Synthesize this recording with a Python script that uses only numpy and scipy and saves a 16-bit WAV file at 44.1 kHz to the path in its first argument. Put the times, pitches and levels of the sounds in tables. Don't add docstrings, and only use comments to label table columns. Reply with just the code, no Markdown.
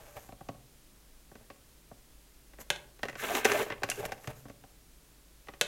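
import sys
import numpy as np
from scipy import signal
from scipy.fft import rfft, irfft
from scipy.io import wavfile

SR = 44100
rng = np.random.default_rng(int(sys.argv[2]) if len(sys.argv) > 2 else 0)


def wrap_up_sound(samples):
    columns = np.atleast_2d(samples).T
    tamed = np.clip(columns, -1, 1)
    steps = np.round(tamed * 32767).astype(np.int16)
    wavfile.write(sys.argv[1], SR, steps)


N = 250047
TIME = np.arange(N) / SR
RING_TIME = TIME[:SR // 3]


def amp(db):
    return 10 ** (np.asarray(db) / 20)


def unit(x):
    return x / np.sqrt(np.mean(x ** 2) + 1e-20)


def lookup(points, hz):
    f, value = np.transpose(points)
    return np.interp(np.log(hz + 1), np.log(f + 1), value)


def colour(x, spectrum):
    hz = np.fft.rfftfreq(len(x), 1 / SR)
    return irfft(rfft(x) * amp(lookup(spectrum, hz)), len(x))


def causal_pulse(spectrum):
    hz = abs(np.fft.fftfreq(2048, 1 / SR))
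    log_gain = np.log(amp(lookup(spectrum, hz)))
    return np.fft.ifft(np.exp(np.conj(signal.hilbert(log_gain)))).real[:1024]


def band(x, lo_hz, hi_hz):
    return signal.sosfilt(signal.butter(3, [lo_hz, hi_hz], "band", fs=SR, output="sos"), x)


def lowpass(x, hz, order=2):
    return signal.sosfilt(signal.butter(order, hz, fs=SR, output="sos"), x)


def add(mix, start_s, sound):
    part = mix[round(start_s * SR):][:len(sound)]
    part += sound[:len(part)]


def swell(t, length_s, rise_share=0.49, ends_db=-37):
    away = t / (length_s * np.where(t < 0, rise_share, 1 - rise_share))
    return amp(ends_db * np.minimum(away ** 2, 10))


def ring(modes):
    hz, db, t60_s = np.transpose(modes)[:, :, None]
    sign = (-1) ** np.arange(len(modes))[:, None]
    return sign * amp(db - 60 * RING_TIME / t60_s) * np.sin(2 * np.pi * hz * RING_TIME)


def friction(slips_per_s, spread_db, smooth, clump_db, clump_hz):
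    sizes = rng.standard_normal(N) * amp(spread_db * np.minimum(rng.exponential(1, N), 4))
    slips = sizes * (rng.random(N) < slips_per_s / SR)
    clumps = unit(lowpass(rng.standard_normal(N), clump_hz))
    rub = smooth * rng.standard_normal(N)
    return unit((unit(slips) + rub) * amp(clump_db * clumps))


# f/Hz, gain/dB
ROOM_SPECTRUM = [(12, -16), (20, -1.5), (49, -9.5), (61, -7.5), (77, -19.5), (138, -15.5), (216, -19.5),
                 (285, -18.5), (357, -21.5), (527, -24.5), (607, -25), (698, -28), (1530, -30),
                 (11400, -31.5), (16000, -35)]


def background(air_db=-62, hum_db=-64, mains_hz=50):
    waver = unit(colour(rng.standard_normal(N), [(1, 16), (4, -4), (12, -36), (40, -100)]))
    hum = np.sqrt(2) * (1 + 0.34 * waver) * np.sin(2 * np.pi * mains_hz * TIME)
    air = colour(rng.standard_normal(N), ROOM_SPECTRUM)
    air /= np.std(band(air, 85, 18000))
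    return amp(air_db) * air + amp(hum_db) * hum


# f/Hz, t60/s
ROOM_T60 = [(100, 1), (400, 0.56), (2000, 0.33), (6000, 0.27), (15000, 0.49)]
# delay/s, level/dB
REFLECTIONS = [(.0068, -26), (0.009, -28.5), (0.025, -28), (.029, -26.5), (.058, -19)]


def room(x, tail_db, build_s):
    hz, t, bins = signal.stft(rng.standard_normal(SR // 2), SR, nperseg=256)
    decay = 1e-3 ** (t / lookup(ROOM_T60, hz)[:, None])
    response = signal.istft(bins * decay, SR, nperseg=256)[1]
    response *= np.minimum(TIME[:len(response)] / build_s, 1) ** 2
    response *= amp(tail_db) / np.linalg.norm(response)
    for delay_s, db in REFLECTIONS:
        add(response, delay_s, amp([db]))
    absorbed = lowpass(response, 7000, order=1)
    return x + signal.oaconvolve(x, absorbed)[:N]


# f/Hz, level/dB, t60/s
BED_MODES = [(127.3, 2, 0.053), (130.8, -14.5, 0.41), (293, -7, 0.092), (408, -8.5, 0.094),
             (516, 1.5, 0.024), (569.4, 2, 0.076), (690, 0, 0.05), (779.5, 2, 0.06), (1070, -58, 0.04),
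             (1115, -3.5, 0.095), (1200, -19, 0.045), (1520, 5.5, 0.035), (1860, 5.5, 0.039),
             (2000, 4, 0.042), (2590, -7, 0.033), (2497, -6.5, 0.057), (2760, -4, 0.062), (6140, -32, .015)]


def through_bed(x, ring_db):
    ringing = signal.oaconvolve(x, ring(BED_MODES).sum(0))[:N]
    return unit(x + amp(ring_db) * unit(ringing))


# f/Hz, gain/dB
CARD_RUB_SPECTRUM = [(80, 1), (150, 4.5), (300, -8.5), (500, 10), (800, 2), (1300, -5.5), (2600, -8.5),
                     (4000, -19.5), (7000, -27)]
CARD_HISS_SPECTRUM = [(1500, 7.5), (3000, 1), (5000, -0.5), (6800, 8.5), (9000, 0), (13000, 8), (16000, -7)]
# peak t/s, length/s, rub level/dB, hiss level/dB
CARD_SHOVES = [(0.01, 0.06, -54.5, -70), (0.064, 0.29, -59.5, -64), (0.175, 0.056, -45.5, -69),
               (0.215, 0.34, -70, -60), (1.415, 0.13, -63.5, -84), (2.612, 0.061, -58, -46.5),
               (3.938, 0.29, -59, -54.5), (3.999, 0.08, -40.5, -56), (4.043, 0.079, -40.5, -62),
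               (4.058, 0.035, -57, -46.5), (4.091, 0.044, -44, -66), (4.139, 0.18, -59, -67),
               (4.242, 0.19, -67, -60), (4.304, 0.062, -44.5, -65), (4.39, 0.18, -81, -60)]


def card():
    slips = friction(slips_per_s=1800, spread_db=2, smooth=1, clump_db=0.5, clump_hz=90)
    rub = unit(colour(through_bed(slips, ring_db=-16.5), CARD_RUB_SPECTRUM))
    hiss = unit(colour(slips, CARD_HISS_SPECTRUM))
    return sum(swell(TIME - peak_s, length_s) * (amp(rub_db) * rub + amp(hiss_db) * hiss)
               for peak_s, length_s, rub_db, hiss_db in CARD_SHOVES)


def groan(t, hz, width_hz):
    flutter = lowpass(rng.standard_normal((2, len(t))), width_hz / 2)
    swing = flutter[0] + 1j * flutter[1]
    swing /= np.sqrt(abs(swing) + 1e-9)
    return unit((swing * np.exp(2j * np.pi * hz * t)).real)


# peak t/s, length/s, f/Hz, level/dB
STICK_SLIPS = [(0.181, 0.047, 801.5, -48.5), (3.313, 0.064, 700, -33.5), (3.347, 0.067, 399, -38.5),
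               (3.459, 0.028, 408, -24), (3.521, 0.047, 396, -27.5), (3.557, 0.074, 650, -30.5),
               (3.621, 0.057, 413, -30), (3.919, 0.014, 2746, -32.5), (3.994, .08, 425, -39.5),
               (4.047, 0.062, 785, -40)]


def groans():
    out, t = np.zeros(N + SR), TIME[:SR // 4]
    middle_s = t[-1] / 2
    for peak_s, length_s, hz, db in STICK_SLIPS:
        gain = amp(db) * swell(t - middle_s, length_s)
        add(out, peak_s - middle_s, gain * groan(t, hz, width_hz=84))
    return out[:N]


BLOW_EDGES_HZ = [85, 250, 1200, 4000, 18000]
BAND_HARDNESS = [0, 0, .5, 1]


def blows(rows, modes, spectrum, balance_db, spot_db, click_db, crack_db, crack_t60_s,
          buzz_db, buzz_t60_s, favour_db, favour_octaves):
    out, t = np.zeros(N), RING_TIME
    tones, mode_hz = ring(modes), np.transpose(modes)[0]
    pulse = causal_pulse(spectrum)
    fade = amp(crack_db - 60 * t / crack_t60_s) + amp(buzz_db - 60 * t / buzz_t60_s)
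    attack = round(0.012 * SR)
    centre_hz = np.sqrt(np.multiply(BLOW_EDGES_HZ[:-1], BLOW_EDGES_HZ[1:]))
    for start_s, spot_hz, level_db, hardness_db in rows:
        contact = fade * rng.standard_normal(len(t)) + amp(click_db) * (t == 0)
        mode_gain = amp(favour_db * np.exp(-(np.log2(mode_hz / spot_hz) / favour_octaves) ** 2))
        lift_db = spot_db * np.exp(-np.log2(centre_hz / spot_hz) ** 2)
        blow = signal.fftconvolve(contact, pulse)[:len(t)] + mode_gain @ tones
        bands_db = level_db + np.array(balance_db) + hardness_db * np.array(BAND_HARDNESS) + lift_db
        for db, lo_hz, hi_hz in zip(bands_db, BLOW_EDGES_HZ, BLOW_EDGES_HZ[1:]):
            part = band(blow, lo_hz, hi_hz)
            add(out, start_s, amp(db) * part / np.std(part[:attack]))
    return out


# f/Hz, gain/dB
KNOCK_SPECTRUM = [(50, -10), (130, -4), (400, 4), (800, -3), (2500, 0), (3600, -6.5), (4700, -4.5),
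                  (6300, 3.5), (9000, -5.5), (13000, -6), (16000, -17)]
# t/s, spot f/Hz, level/dB, hardness/dB
BED_TAPS = [(0.1685, 1115, -58.5, 2), (0.2895, 770, -54, 1), (0.3232, 690, -54, 6), (0.409, 753, -52, -4),
            (0.4876, 702, -43.5, 4.5), (1.3156, 408, -58.5, -10), (1.3541, 1530, -54.5, 4.5),
            (1.914, 700, -54, -11), (4.274, 120, -43.5, 17.5), (4.2895, 120, -52, 0),
            (4.4544, 275, -53, -3), (4.4838, 690, -63, 19), (4.4981, 297, -52, 8.5), (4.6385, 746, -59, 10)]
PLASTIC_CLICKS = [(1.5014, 1270, -50.5, -10.5), (2.5349, 2130, -61, -9), (2.5858, 1830, -52.5, -16),
                  (2.9915, 1700, -58.5, -12), (3.0319, 1860, -35.5, -4), (3.054, 480, -45, -4),
                  (3.0845, 1950, -44, -1), (3.0965, 1990, -54, 7), (3.1285, 1930, -55, -3),
                  (3.1542, 1560, -47, -5), (3.3505, 690, -37.5, 10), (3.4472, 786, -41.5, 16.5),
                  (3.4522, 785, -29, 8), (3.456, 1860, -42, 7), (3.5179, 388, -37.5, 10.5),
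                  (3.6175, 400, -41.5, -8), (3.6632, 445, -46.5, -18), (3.7022, 1870, -39.5, -10),
                  (3.7218, 1130, -43.5, -8), (3.8205, 724, -45.5, -20), (3.8339, 1226, -34, 1),
                  (3.889, 650, -44, 2), (3.9145, 2750, -47.5, 10), (4.053, 786, -47, 8),
                  (4.1205, 784, -41.5, 1.5), (4.2434, 1770, -56.5, 0), (5.471, 1940, -60.5, -6),
                  (5.4851, 1960, -45.5, -12), (5.5362, 2380, -56, -6)]
# thud/dB, knock/dB, clack/dB, tick/dB
TAP_BANDS_DB = [1.5, 1.5, -7.5, -24]
CLICK_BANDS_DB = [-9.5, 1.5, 1.5, -10.5]


def knocks():
    return sum(blows(rows, BED_MODES, KNOCK_SPECTRUM, balance_db, spot_db=4.5, click_db=33,
                     crack_db=14.5, crack_t60_s=0.015, buzz_db=14, buzz_t60_s=0.067,
                     favour_db=8.5, favour_octaves=0.14)
               for rows, balance_db in [(BED_TAPS, TAP_BANDS_DB), (PLASTIC_CLICKS, CLICK_BANDS_DB)])


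# f/Hz, level/dB, t60/s
RAIL_MODES = [(498, -5.5, 0.12), (579.6, -6.5, 0.18), (1110, -26, 0.018), (1462, -12, 0.12),
              (1546, -0.5, 0.022), (1656, 2.5, 0.042), (1996, -6, 0.041), (2107, 0.5, 0.033),
              (2640, -4, 0.08), (2840, -21, 0.041), (3097, -0.5, 0.041), (3350, -10, .03), (4070, -31, .03),
              (6300, -37, 0.051), (8000, -17, 0.023)]
# f/Hz, gain/dB
SNAP_SPECTRUM = [(50, -6.5), (170, -4), (260, -8.5), (400, 2), (500, -2), (850, 1), (1700, -5), (3500, -1),
                 (4800, -5), (6300, 4), (8000, -1), (11000, -5), (13000, -10), (16000, -22)]
# thud/dB, knock/dB, clack/dB, tick/dB
SNAP_BANDS_DB = [-12, 1, 9.5, 3.5]
# t/s, spot f/Hz, level/dB, hardness/dB
RAIL_SNAPS = [(2.7028, 1546, -35, -2.5), (3.9001, 6760, -56.5, 19.5), (5.6121, 534, -34, 1.5)]


def rail_snaps():
    return blows(RAIL_SNAPS, RAIL_MODES, SNAP_SPECTRUM, SNAP_BANDS_DB, spot_db=1.7, click_db=31.5,
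                 crack_db=19.5, crack_t60_s=0.0032, buzz_db=12, buzz_t60_s=0.053,
                 favour_db=4.5, favour_octaves=0.062)


# t/s, rise/s, hold/s, fall/s, rub level/dB, blade level/dB
SLIDER_MOVES = [(3.6, 0.021, .06, 0.027, -54, -57), (3.15, .1, .125, .075, -38, -44.5),
                (3.405, 0.017, 0.035, 0.016, -46.5, -81), (3.435, 0.02, 0.14, 0.067, -33, -43.5),
                (3.69, 0.016, .02, 0.028, -42, -75), (3.64, 0.038, 0.15, 0.077, -65, -82)]
# peak t/s, length/s, rub level/dB, blade level/dB
EDGE_BITES = [(3.243, 0.054, -39.5, -76), (3.367, 0.11, -39.5, -46.5)]


def stroke_gains(chatter_start_db=-4.5, build_db_per_s=27):
    chatter, rasp, hiss = np.zeros((3, N))
    for start_s, rise_s, hold_s, fall_s, rub_db, blade_db in SLIDER_MOVES:
        t = TIME - start_s
        ramp = np.minimum(t / rise_s, (rise_s + hold_s + fall_s - t) / fall_s)
        speed = np.sin(np.pi / 2 * np.clip(ramp, 0, 1)) ** 2
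        build_db = chatter_start_db + build_db_per_s * np.clip(t, 0, rise_s + hold_s)
        chatter += amp(rub_db + build_db) * speed ** 2.7
        rasp += amp(rub_db) * speed
        hiss += amp(blade_db) * speed ** 0.91
    for peak_s, length_s, rub_db, blade_db in EDGE_BITES:
        bite = swell(TIME - peak_s, length_s)
        chatter += amp(rub_db + chatter_start_db) * bite
        rasp += amp(rub_db) * bite
        hiss += amp(blade_db) * bite
    return chatter, rasp, hiss


# f/Hz, gain/dB
SLIDER_SPECTRUM = [(60, -32), (120, -5), (220, -2.5), (400, 0), (600, -1.5), (850, -0.5), (1200, -1.5),
                   (1550, -1), (2600, -6.5), (3400, -12), (4700, -24)]


def slider(chatter_gain, rasp_gain):
    slips = friction(slips_per_s=2500, spread_db=-4, smooth=0.99, clump_db=2.5, clump_hz=110)
    scrape = colour(through_bed(slips, ring_db=-17), SLIDER_SPECTRUM)
    chatter = unit(band(scrape, 110, 1510))
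    rasp = unit(band(scrape, 1253, 4100))
    resonance = amp(-8.5) * groan(TIME, hz=412, width_hz=80)
    rumble = amp(-17.5) * unit(band(slips, 57, 186))
    return chatter_gain * (chatter + resonance + rumble) + rasp_gain * rasp


# f/Hz, gain/dB
BLADE_SPECTRUM = [(2500, -24), (3900, 4.5), (4700, -2.5), (6000, 4), (7200, 4), (8800, -1.5), (10500, 0),
                  (13500, 0.5), (16000, -6)]


def blade(gain):
    fibres = friction(slips_per_s=7800, spread_db=5, smooth=5.4, clump_db=1.5, clump_hz=120)
    hiss = unit(colour(fibres, BLADE_SPECTRUM))
    grit = friction(slips_per_s=3000, spread_db=7, smooth=0.8, clump_db=2, clump_hz=100)
    fizz = amp(-5) * (gain / gain.max()) ** 0.65 * unit(band(grit, 9700, 17000))
    return gain * (hiss + fizz)


def scene():
    chatter_gain, rasp_gain, hiss_gain = stroke_gains()
    handling = knocks() + slider(chatter_gain, rasp_gain) + blade(hiss_gain) + card() + groans()
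    handling = room(handling, tail_db=-14, build_s=0.017)
    snaps = room(rail_snaps(), tail_db=-9, build_s=0.019)
    return (handling + snaps + background())[None]


def record(dry):
    cutoff_hz = 16050
    kernel = signal.firwin(401, cutoff_hz, window=("kaiser", 8), fs=SR)
    return signal.oaconvolve(dry, kernel[None], "same")


dry = scene()
out = record(dry)
wrap_up_sound(out)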